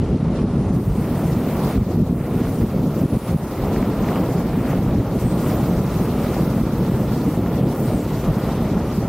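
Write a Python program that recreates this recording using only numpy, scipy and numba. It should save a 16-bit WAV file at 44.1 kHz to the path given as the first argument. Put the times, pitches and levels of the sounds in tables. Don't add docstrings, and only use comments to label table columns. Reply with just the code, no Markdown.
import sys
import numpy as np
from scipy import signal
from scipy.fft import rfft, irfft, next_fast_len
from scipy.io import wavfile
from scipy.ndimage import uniform_filter1d
from numba import njit

SR = 44100
rng = np.random.default_rng(int(sys.argv[2]) if len(sys.argv) > 2 else 0)


def invert_db(level):
    return 10 ** (np.asarray(level, dtype=float) / 20)


def master(y):
    cut = np.clip(np.atleast_2d(y).T, -1, 1)
    pcm = np.round(cut * 32767)
    wavfile.write(sys.argv[1], SR, pcm.astype(np.int16))


N = 400428
STEP = 20
TIME = np.arange(N // STEP + 2) * STEP / SR
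PADDED = next_fast_len(N)
FREQ = np.arange(PADDED // 2 + 1) * SR / PADDED

# time [s], force of the slipstream [dB],
# sizzle at the port rims over the rush [dB].
FLOW_POINTS = [(0, -37, -22), (.96, -38.5, -15.5), (1.04, -36, -15), (1.5, -33.5, -13.5),
               (1.73, -32, -15.5), (1.84, -39, -16.5), (2.15, -42, -13), (2.4, -35, -14.5),
               (2.75, -36.5, -16.5), (3.42, -36.5, -15.5), (3.66, -32.5, -17), (4.25, -33.5, -17.5),
               (5.05, -36.5, -17.5), (5.45, -31.5, -15.5), (6.3, -33.5, -15.5), (6.9, -35, -15.5),
               (8.3, -32.5, -17), (9.08, -35, -18.5)]
MEAN_FLOW_DB, MEAN_RIM_DB = -35, -16
# frequency [Hz], level [dB per Hz].
WIND_COLOUR = [(20, -30), (49, -5), (81, -5.5), (145, 0), (190, -0.5), (500, -12), (1420, -26.5),
               (1520, -32.5), (2000, -33), (3300, -40), (7620, -47), (11300, -46), (14100, -41),
               (15800, -44)]
# low edge [Hz], high edge [Hz].
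LAYER_BANDS = [
    (40, 350),
    (600, 1800),
    (3200, 7500),
    (11000, 15500),
]
# frequency [Hz], side minus mid [dB].
PORT_DIFFERENCE = [(3000, -5), (4500, -2.5), (5500, -2.5), (8000, -1), (11000, -1), (13800, -3.5),
                   (15800, -1)]
SPLIT_HZ, TOP_HZ = 3080, 15780
# time of the break [s],
# pile-up [dB], build-up [s], lull [dB].
EDDY_BREAKS = [(0.05, -1, 0.046, -6.5), (0.171, 8, 0.086, -2), (.3, 3, 0.085, 2), (0.46, 2.5, 0.11, -2.5),
               (.92, 1.5, 0.056, -2.5), (1.3, 0.5, .06, -1.5), (0.63, 3, 0.1, -2), (0.84, -0.5, 0.04, -4),
               (1.7, -1.5, .05, -3), (1.795, 8.5, 0.05, -2), (2.04, 5, 0.089, -0.5),
               (2.139, 4, 0.034, -3.5), (2.52, 0, 0.23, -2), (2.654, 7.5, 0.046, -5.5),
               (2.43, 1, 0.07, -1.5), (2.8, 4, 0.061, 1.5), (2.898, 3.5, 0.23, -5.5), (3.06, 6.5, 0.13, -7),
               (3.175, 12.5, 0.069, -5.5), (3.366, 5, 0.11, -8), (3.45, 3.5, 0.055, -1),
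               (4.06, 1, 0.037, 1), (4.24, 4, .05, -2), (3.62, 2, .05, 2.5), (4.53, -2, .07, 0),
               (4.8, 0.5, 0.044, -1.5), (5.014, 5.5, 0.11, -4.5), (5.19, 2, 0.085, -4), (5.28, 6, .06, -3),
               (5.34, 5, 0.047, 1.5), (5.9, -2.5, .05, -1.5), (6.2, -1, .05, -2), (6.45, 0, .1, -1),
               (6.85, 2.5, 0.07, 1), (7.02, 0.5, .05, -2), (7.7, 1.5, .05, 1), (8.03, 1, .05, -2),
               (8.72, -1.5, .1, 1), (8.86, -1, .05, -4), (6.64, 2.5, 0.057, -3), (7.295, 8.5, 0.03, -4),
               (7.4, 5, .04, 1), (8.19, -2.5, .05, -5.5), (8.32, 4.5, 0.059, -1.5),
               (8.39, 3.5, 0.034, -2.5), (8.99, 11.5, 0.013, -3), (9.04, 6, 0.024, 2)]
TEAR_S, REFILL_S, REFILL_S_PER_DB = 0.0035, 0.0034, 0.037
BUFFET_DB, BUFFET_FOLLOWS = -19.5, 0.02
HISS_DB, HISS_FOLLOWS, HISS_RIM = -50, 1, 0.14
DUCK, DUCK_S = 0.2, 0.08
# time [s], coarse part [dB], fine part [dB], half length [s].
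GUST_PUFFS = [(0.383, 3.5, 4.5, 0.075), (0.46, -1.5, -3, .05), (.2, -1.5, 0.5, 0.065), (0.678, 1.5, 0, .08),
              (0.816, -2.5, -1, .06), (1.12, -0.5, -0.5, .06), (1.403, 0, -2.5, 0.089), (1.67, 1, 1.5, .07),
              (1.217, -0.5, -1.5, .05), (1.917, 5, 3, 0.058), (2.06, 3, 1.5, 0.11), (2.317, 1.5, -1, 0.074),
              (2.45, 0.5, 0, 0.052), (2.798, 0, 1, 0.072), (2.983, 2, 4, 0.11), (3.51, 1, 1, .06),
              (3.694, -1.5, -0.5, 0.04), (3.8, 2, -0.5, 0.036), (3.14, 3, 0, 0.027), (3.286, 3.5, 4, 0.045),
              (3.38, -3, -2.5, 0.049), (3.902, 0, -1, 0.14), (4.13, 3.5, 2, 0.11), (4.243, 1.5, 0, .04),
              (4.46, -1.5, -2, 0.08), (4.55, 0, -1, 0.065), (4.718, 2.5, 3, 0.096),
              (4.906, 2.5, -1.5, 0.088), (5.504, 1, 3.5, 0.073), (5.215, 0.5, 4.5, 0.041),
              (5.29, -2.5, -3, 0.036), (5.81, -1.5, -1.5, 0.17), (6.058, -1, 1, 0.079),
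              (6.348, 2, 3.5, 0.18), (6.633, -3.5, -1, 0.037), (6.9, -0.5, 1, 0.063), (7.15, 0, 2, 0.11),
              (7.78, -1, -1.5, 0.16), (4.27, -0.5, 0.5, .06), (8.2, -2.5, 1, 0.071), (8.3, -1, -1, 0.055),
              (7.32, 0.5, 1, 0.05), (7.415, -1.5, -4, 0.057), (7.515, 2, -1, 0.042), (7.64, -1, -5, 0.063),
              (7.873, 0, 1, 0.047), (8.056, -4.5, -1.5, 0.16), (8.5, 1.5, 1.5, 0.23),
              (8.788, -1, -3, 0.099), (8.972, -3, 4.5, 0.077)]
GUST_RIM = 0.81
SHIMMER_DB = .25
# time [s], level [dB], half length [s].
RUMBLE_HEAVES = [(.1, 7, 0.16), (.3, 4, .08), (.57, -1, .08), (.7, 8, .08), (.92, 13, 0.11),
                 (1.2, -3, 0.14), (1.5, -4, 0.092), (1.8, 8, 0.085), (2.3, -5, 0.11), (2.5, 5, 0.071),
                 (2.7, 0, .08), (2.95, -4, .25), (3.3, -1, .1), (4.2, -7, 0.17), (4.5, -2, .08),
                 (4.85, 5, 0.16), (5.25, 4, 0.11), (5.48, -3, .14), (5.75, 0, 0.12), (6.2, -2, 0.11),
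                 (6.7, 4, .1), (6.85, -6, .08), (7.0, 2, .1), (7.2, -8, 0.091), (7.45, -1, .12),
                 (7.75, -8, 0.22), (8.25, 8, .14), (8.55, 3, .12), (9.0, 0, .1)]
HEAVE_HZ = 95.5
# time [s], level [dB], half length [s].
CRACKLE_SWARMS = [(1.1, 3, .2), (1.5, 1.5, .12), (1.7, 2.5, 0.083), (4.08, 2, .05), (4.7, 5, .06),
                  (1.92, -4, .1), (2.2, 3.5, .12), (2.45, 2, .15), (2.9, -2.5, .3), (3.85, 1, .1),
                  (4.17, 2.5, .07), (4.6, 3, 0.27), (4.85, 1, .1), (5.13, -2, 0.12), (5.4, 0.5, .15),
                  (5.68, -1.5, 0.087), (5.95, -1, .1), (6.25, 1, .12), (7.2, -0.5, .08), (7.76, -1.5, 0.15),
                  (8.05, 3, .12)]
CRACKLE_HZ, CRACKLE_FOLLOWS = 1950, 0.045
# time [s], level [dB], half length [s].
ROAR_SPELLS = [
    (.4, -1, .12),
    (.62, 1, .15),
    (1.2, 2, .2),
    (1.66, 1.5, 0.1),
    (3.1, -1, 0.18),
    (4.2, 2, 0.23),
    (6.3, -1, 0.17),
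    (7.75, 0.5, .15),
    (8.45, -0.5, .25),
]
ROAR_HZ = 855
# time [s], level [dB], half length [s].
SIZZLE_SPELLS = [
    (.35, -4, 0.4),
    (1.2, 0.5, .15),
    (2.4, -2, .1),
    (4.5, 1.5, 0.66),
    (5.35, 0, .2),
    (6.8, -0.5, 0.31),
    (7.33, 2.5, .12),
    (7.8, 3.5, .12),
    (8.7, -1.5, 0.29),
]
DULL_S, DULL_DB, DULL_HZ = 7.9, -4, 14700
STEADY, STEADY_HZ, STEADY_CYCLES = 0.45, 85, 9.6
# time [s], peak [dB], centre [Hz].
BIG_VORTICES = [(0.004, -12, 176), (0.097, -11, 175), (0.145, -9.5, 200), (0.227, -3.5, 176),
                (0.41, -7, 214), (0.594, -14, 161), (0.704, -8, 207), (0.766, -5.5, 208),
                (0.877, -5.5, 139), (0.982, -6, 190), (1.367, -6, 178), (1.696, -12, 184),
                (1.757, -12, 163), (1.816, -5, 159), (1.955, -8, 197), (2.023, -1, 154), (2.359, -8, 183),
                (2.414, -5, 213), (2.584, -9, 197), (2.635, -5, 190), (2.76, -8, 176), (2.84, -7, 225),
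                (2.881, -13, 185), (3.037, -4.5, 226), (3.167, -7, 162), (3.309, -8, 163), (3.359, -8, 198),
                (3.828, -9, 220), (4.033, -7, 201), (4.389, -11, 185), (4.457, -7.5, 220), (4.574, -9, 232),
                (4.767, -13, 205), (4.819, -13, 151), (4.881, -9, 179), (4.982, -16, 188), (5.256, -5, 179),
                (5.57, -12, 181), (5.627, -9.5, 185), (5.67, -10, 229), (5.803, -6.5, 148),
                (6.475, -8, 225), (6.564, -8.5, 174), (6.611, -6.5, 222), (6.73, -6, 171), (6.862, -8, 210),
                (6.964, -10.5, 207), (7.136, -14, 206), (7.261, -7, 189), (7.375, -5, 218),
                (7.533, -7.5, 199), (7.61, -10.5, 168), (8.302, -8, 163), (8.368, -5, 193),
                (8.655, -14, 166), (8.714, -8, 204), (8.767, -9, 174), (8.814, -11, 155), (8.978, -6, 232),
                (9.035, -10, 168)]
YIELD_DB, YIELD_S = -1.5, 0.0074
# time [s], peak [dB], centre [Hz].
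MIDDLING_VORTICES = [(0.095, -9, 524), (0.375, -24, 593), (0.736, -22, 557), (1.042, -24, 623),
                     (1.145, -24.5, 642), (1.436, -19, 671), (1.708, -22, 768), (1.771, -19, 549),
                     (1.909, -25, 639), (1.993, -23, 574), (2.071, -17, 541), (2.537, -22, 675),
                     (2.742, -11, 546), (2.773, -19, 570), (3.143, -17, 579), (3.327, -20, 615),
                     (3.715, -11, 646), (3.801, -15, 562), (3.99, -17, 663), (4.082, -12, 754),
                     (4.136, -14, 685), (4.183, -15, 624), (4.339, -18, 623), (4.374, -13, 668),
                     (4.404, -14, 785), (4.497, -25, 682), (4.672, -21, 640), (4.732, -12, 797),
                     (4.941, -13, 579), (5.153, -20, 613), (5.33, -22, 606), (5.401, -23, 651),
                     (5.546, -20, 601), (5.584, -21, 675), (5.775, -16, 700), (6.123, -24, 628),
                     (6.153, -24, 618), (6.326, -21, 735), (6.365, -10, 635), (6.397, -8, 571),
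                     (7.145, -19, 551), (7.216, -21, 560), (7.477, -16, 609), (7.597, -20, 595),
                     (7.905, -10, 605), (7.987, -21, 649), (8.487, -15, 625), (8.702, -15, 703),
                     (8.971, -17, 584), (9.027, -17, 631)]
# time [s], peak [dB], centre [Hz].
LITTLE_VORTICES = [(0.215, -27, 627), (0.318, -30, 611), (1.085, -28, 713), (1.545, -26, 759),
                   (1.619, -24, 807), (1.659, -22, 614), (1.719, -23, 805), (2.299, -28, 627),
                   (2.399, -26, 783), (2.469, -28, 678), (3.639, -14, 743), (3.858, -22, 670),
                   (4.117, -17, 646), (4.213, -23, 600), (4.556, -17, 953), (4.689, -23, 600),
                   (4.721, -19, 692), (5.312, -22, 821), (5.765, -24, 624), (6.577, -25, 681),
                   (7.388, -23, 816), (7.585, -18, 600), (8.259, -22, 670), (8.299, -14, 649),
                   (8.452, -20, 651), (8.549, -23, 600), (8.839, -22, 643)]
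# time [s], peak [dB], centre [Hz].
TINY_VORTICES = [(1.3005, -28, 1690), (2.8046, -39, 1990), (2.9218, -37, 1940), (3.5115, -33, 1770),
                 (3.6511, -32, 1670), (3.7629, -21, 1960), (3.8272, -24, 1930), (3.932, -31, 1560),
                 (4.0453, -24, 2020), (4.0875, -19, 2050), (4.1585, -22, 2390), (4.187, -28, 2500),
                 (4.13, -29, 2800), (4.31, -28, 1900), (4.6369, -24, 1910), (4.7756, -30, 2060),
                 (4.8923, -31, 1570), (4.9287, -29, 1890), (4.9607, -27, 1930), (5.0001, -36, 1500),
                 (5.1068, -31, 1530), (6.8284, -36, 1740), (7.4625, -27, 1700), (7.9893, -32, 1760)]
# time [s], peak [dB], centre [Hz].
CUT_VORTICES = [
    (-.003, -15, 200),
    (9.076, -15, 200),
]
# time [s], peak [dB], centre [Hz].
HELMET_JOLTS = [(.9, -22, 50), (2.47, -23, 50), (2.52, -22, 60), (3.313, -21, 70), (3.62, -18.5, 70),
                (3.78, -22, 48), (4.865, -18, 55), (4.975, -21, 60), (5.265, -21, 45), (5.75, -23, 55),
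                (6.24, -23, 60), (7.93, -23, 46)]
# start [s], length [s], first pitch [Hz], last pitch [Hz], level [dB].
WHISTLE_GLIDES = [
    (.15, .53, 9700, 9600, -65),
    (0.712, .63, 9300, 9150, -59),
    (1.62, 0.14, 9520, 9600, -57),
    (2.16, .49, 9500, 9150, -55.5),
    (3.037, 0.48, 10200, 9800, -55.5),
    (5.16, 0.15, 8800, 9700, -54),
    (5.29, 0.19, 8700, 7900, -53),
    (7.85, .11, 9100, 8500, -52.5),
    (7.95, .1, 8200, 7950, -54),
]
WHISTLE_FADE_S, WHISTLE_ALIKE_DB = .04, -5
# time [s], level [dB], half length [s], pitch [Hz], width [Hz].
VENT_HUMS = [
    (8.3, -36, .08, 656, 26),
    (8.69, -38, .09, 640, 25),
    (8.27, -40, .08, 1170, 130),
    (8.55, -43, 0.22, 1120, 300),
    (8.89, -43, .1, 1200, 30),
]
OPEN_S, VEILED_DB, RIM_HZ, VEILED_TOP_HZ = .733, -11, 10500, 14900


def slipstream(bass_db=-0.1, shared_db=0.25, own_db=0.6, side_own_db=2.0):
    colour, mid, side = turbulence()
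    levels = layer_levels()
    heave, swarm, roar = spells(RUMBLE_HEAVES), spells(CRACKLE_SWARMS), spells(ROAR_SPELLS)
    swarm = swarm + CRACKLE_FOLLOWS * (levels[1] - MEAN_FLOW_DB)
    dulling = DULL_DB * np.clip((TIME - DULL_S) / .3, 0, 1)
    edge_hz, edge_gain = whistling()
    gains = []
    for db, (low, high) in zip(levels, LAYER_BANDS):
        power = 2 / PADDED * np.sum(colour[(FREQ > low) & (FREQ < high)] ** 2)
        gains.append(db - 10 * np.log10(power))
    anchors = np.log([260., 850., 3800., 7200., 12000.])
    centres = np.append(20 * 2 ** np.arange(0, 7.4, .4), np.arange(3800, TOP_HZ, 950))
    out, gust, flutter = np.zeros((2, N)), walk(6.2), walk(50)
    for k, hz in enumerate(centres):
        place = np.interp(np.log(hz), anchors, [0, 1, 1.5, 2.5, 3])
        db = sum(max(0, 1 - abs(place - j)) * gains[j] for j in range(4))
        shape = np.interp(np.log(FREQ + 1), np.log(centres), np.arange(len(centres)) == k)
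        gust = 0.8 * gust + 0.82 * walk(14)
        depth = bass_db + (1 - bass_db) * min(place, 1)
        db = db + depth * shared_db * gust
        db = db + heave / (1 + (hz / HEAVE_HZ) ** 4)
        db = db + swarm * np.exp(-np.log(hz / CRACKLE_HZ) ** 2 / 0.19)
        db = db + roar * np.exp(-np.log(hz / ROAR_HZ) ** 2 / 0.24)
        db = db + dulling * (hz > DULL_HZ)
        if hz > SPLIT_HZ:
            flutter = .5 * flutter + .85 * walk(75)
            db = db + 1.4 * flutter
        band = irfft(shape * mid, PADDED)[:N]
        if hz < STEADY_HZ:
            band = steadied(band, hz)
        out[0] += samples(invert_db(db + depth * own_db * walk(20))) * band
        if hz > SPLIT_HZ / 2:
            alike = uniform_filter1d(1. * (walk(60) < -1.35), size=10)
            near_whistle = np.exp(-((hz - edge_hz) / 800) ** 2)
            db = db + WHISTLE_ALIKE_DB * edge_gain / edge_gain.max() * near_whistle
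            band = irfft(shape * side, PADDED)[:N]
            out[1] += samples(invert_db(db + side_own_db * walk(30) - 20 * alike)) * band
    return out


def turbulence(eddy_share=0.44, eddy_hz=395.0, crackle=0.18):
    colour = over_pitch(WIND_COLOUR) * (FREQ < TOP_HZ)
    large = eddy_share / (1 + (FREQ / eddy_hz) ** 4)
    fine = crackle * np.exp(-np.log((FREQ + 1) / 1900.0) ** 2 / .5)
    kicks = rfft(eddies(per_second=220, scatter_db=13.0), PADDED)
    small = rfft(eddies(per_second=330, scatter_db=20.5), PADDED)
    even = np.sqrt(np.maximum(1 - large - fine, 0)) * rfft(rng.standard_normal(N), PADDED)
    mid = colour * (np.sqrt(large) * kicks + np.sqrt(fine) * small + even)
    side = colour * over_pitch(PORT_DIFFERENCE) * (FREQ > SPLIT_HZ) * rfft(rng.standard_normal(N), PADDED)
    return colour, mid, side


def eddies(per_second, scatter_db):
    kicks = np.zeros(N)
    when, strength, sign = rng.random((3, int(per_second * N / SR)))
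    np.add.at(kicks, (when * N).astype(int), invert_db(scatter_db * strength) * np.sign(sign - .55))
    return unit(kicks)


def layer_levels():
    flow, rim, (piles, lulls) = curve(FLOW_POINTS, 1), curve(FLOW_POINTS, 2), breaks()
    keep = np.exp(-1 / (DUCK_S * SR / STEP))
    duck = DUCK * signal.lfilter([1 - keep], [1, -keep], piles)
    coarse, fine = gusts(column=1) - duck, gusts(column=2) - duck
    over = flow - MEAN_FLOW_DB
    buffet = BUFFET_DB + BUFFET_FOLLOWS * over + piles + lulls + yielding() + 0.65 * walk(18)
    rush = flow + coarse + 0.32 * walk(20)
    hiss = HISS_DB + HISS_FOLLOWS * over + HISS_RIM * (rim - MEAN_RIM_DB) + fine + SHIMMER_DB * walk(30)
    sizzle = flow + rim + GUST_RIM * fine + spells(SIZZLE_SPELLS) + SHIMMER_DB * walk(25)
    return [buffet, rush, hiss, sizzle]


def breaks():
    piles, lulls = 0, 0
    for s, pile_db, build, lull_db in EDDY_BREAKS:
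        corners = [s - 1.26 * build, s - .5 * build, s, s + TEAR_S]
        piles = piles + np.interp(TIME, corners, [0, pile_db, pile_db, 0])
        tear = np.clip((TIME - s) / TEAR_S, 0, 1)
        refill_s = REFILL_S + REFILL_S_PER_DB * abs(lull_db)
        lulls = lulls + lull_db * tear * np.exp(-np.maximum(TIME - s - TEAR_S, 0) ** 2 / refill_s ** 2)
    return piles, lulls


def yielding():
    cover = sum(np.exp(-((TIME - s - .75 / hz) / YIELD_S) ** 2) for s, db, hz in BIG_VORTICES)
    return YIELD_DB * np.minimum(cover, 1)


def gusts(column):
    return spells([(row[0], row[column], row[3]) for row in GUST_PUFFS])


def puffs(table, cycles, trim_db):
    reach = 2500
    out, t = np.zeros(N + 3 * reach), np.arange(-reach, reach) / SR
    skew = rng.uniform(-0.57, 0.71, len(table))
    for (s, db, hz), phase in zip(table, skew):
        swing = -np.exp(-(t * hz / cycles) ** 2) * np.cos(2 * np.pi * hz * t + phase)
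        start = int((s + cycles / hz) * SR)
        out[start:start + 2 * reach] += invert_db(db + trim_db) * swing
    return out[reach:N + reach]


def whistle(wander=0.04, waver_db=1.0, width_hz=1900.):
    drift, ragged = 1 + wander * walk(25), 2.2 * walk(45)
    hz, gain = whistling()
    hz = samples(hz * drift)
    tone = unit(svf(svf(rng.standard_normal(N), hz, width_hz), hz, width_hz))
    return samples(gain * invert_db(ragged + waver_db * walk(15))) * tone


def whistling():
    hz, gain = np.full(len(TIME), WHISTLE_GLIDES[0][2] * 1.), 0
    for start, length, first_hz, last_hz, db in WHISTLE_GLIDES:
        end, fade = start + length, WHISTLE_FADE_S + .15 * length
        glide = np.interp(TIME, [start, end], [first_hz, last_hz])
        hz = np.where(TIME > start - fade / 2, glide, hz)
        edge = np.clip(np.minimum(TIME - start, end - TIME) / fade + .5, 0, 1)
        gain = gain + invert_db(db) * np.sin(edge * np.pi / 2) ** 2
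    return uniform_filter1d(hz, size=120), gain


def hums():
    out = 0
    for s, db, half, hz, width in VENT_HUMS:
        centre = np.full(N, 1. * hz)
        air = svf(svf(rng.standard_normal(N), centre, 1. * width), centre, 1.4 * width)
        air = steadied(steadied(air, 8 * width), 8 * width)
        out = out + invert_db(db) * samples(spells([(s, 1, half)])) * unit(air)
    return out


def spells(table):
    out = 0
    for s, db, half in table:
        out = out + db * np.cos(np.clip((TIME - s) / max(half, .01), -1, 1) * np.pi / 2) ** 2
    return out


def curve(table, column):
    rows = np.array(table)
    return np.interp(TIME, rows[:, 0], rows[:, column])


def walk(rate):
    k = int(SR / STEP / rate)
    held = np.repeat(rng.standard_normal(len(TIME) // k + 1), k)
    return 1.54 * uniform_filter1d(uniform_filter1d(held, k), k)[:len(TIME)]


def samples(control):
    return np.interp(np.arange(N), TIME * SR, control)


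def over_pitch(table):
    rows = np.array(table)
    return invert_db(np.interp(np.log(FREQ + 1), np.log(rows[:, 0]), rows[:, 1]))


def unit(x):
    return x / np.sqrt(np.mean(x ** 2))


def steadied(x, hz):
    power = uniform_filter1d(x ** 2, size=int(STEADY_CYCLES * SR / hz)) / np.mean(x ** 2)
    return unit(x * np.maximum(power, .05) ** (-STEADY / 2)) * x.std()


@njit
def svf(x, hz, width):
    y, band, low = np.empty(len(x)), 0., 0.
    for i in range(len(x)):
        g, k = np.tan(np.pi * hz[i] / SR), width / hz[i]
        v = (band + g * (x[i] - low)) / (1 + g * (g + k))
        band, low, y[i] = 2 * v - band, low + 2 * g * v, k * v
    return y


@njit
def limiter(x, top, ratio, attack, release):
    gain, level = np.ones(len(x)), 0.
    for i in range(len(x)):
        a = abs(x[i])
        level += (a - level) * (attack if a > level else release)
        if level > top:
            gain[i] = (top / level) ** (1 - 1 / ratio)
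    return gain


def scene():
    mid, side = slipstream()
    mid = mid + puffs(BIG_VORTICES, cycles=0.692, trim_db=-2.0)
    mid = mid + puffs(MIDDLING_VORTICES, cycles=1.185, trim_db=-8.0)
    mid = mid + puffs(LITTLE_VORTICES, cycles=0.84, trim_db=-6.0)
    mid = mid + puffs(TINY_VORTICES, cycles=0.88, trim_db=-2.0)
    mid = mid + puffs(CUT_VORTICES, cycles=0.71, trim_db=0.0)
    mid = mid + puffs(HELMET_JOLTS, cycles=0.75, trim_db=-1.0)
    mid = mid + whistle() + hums()
    return np.array([mid + side, mid - side])


def low_pass(x):
    return signal.sosfilt(signal.butter(12, 15900, fs=SR, output="sos"), x)


def record(dry):
    ahead = 130
    heard = np.append(dry.mean(axis=0), np.zeros(ahead))
    gain = limiter(heard, top=0.31, ratio=13.0, attack=0.022, release=0.00045)[ahead:]
    held = dry * uniform_filter1d(gain, size=ahead)
    veil = np.where(FREQ < RIM_HZ, 1, invert_db(VEILED_DB) * (FREQ < VEILED_TOP_HZ))
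    narrow = np.interp(FREQ, [8800, 9200, 10400, 10600, 13400, 13700], [0.88, .3, .3, 0.88, 1, .3])
    mid = rfft(held[0] + held[1], PADDED) / 2
    side = rfft(held[0] - held[1], PADDED) / 2 * narrow
    veiled = irfft(veil * np.array([mid + side, mid - side]), PADDED)[:, :N]
    mix = np.where(np.arange(N) < OPEN_S * SR, veiled, held)
    return low_pass(mix)


dry = scene()
out = record(dry)
master(out)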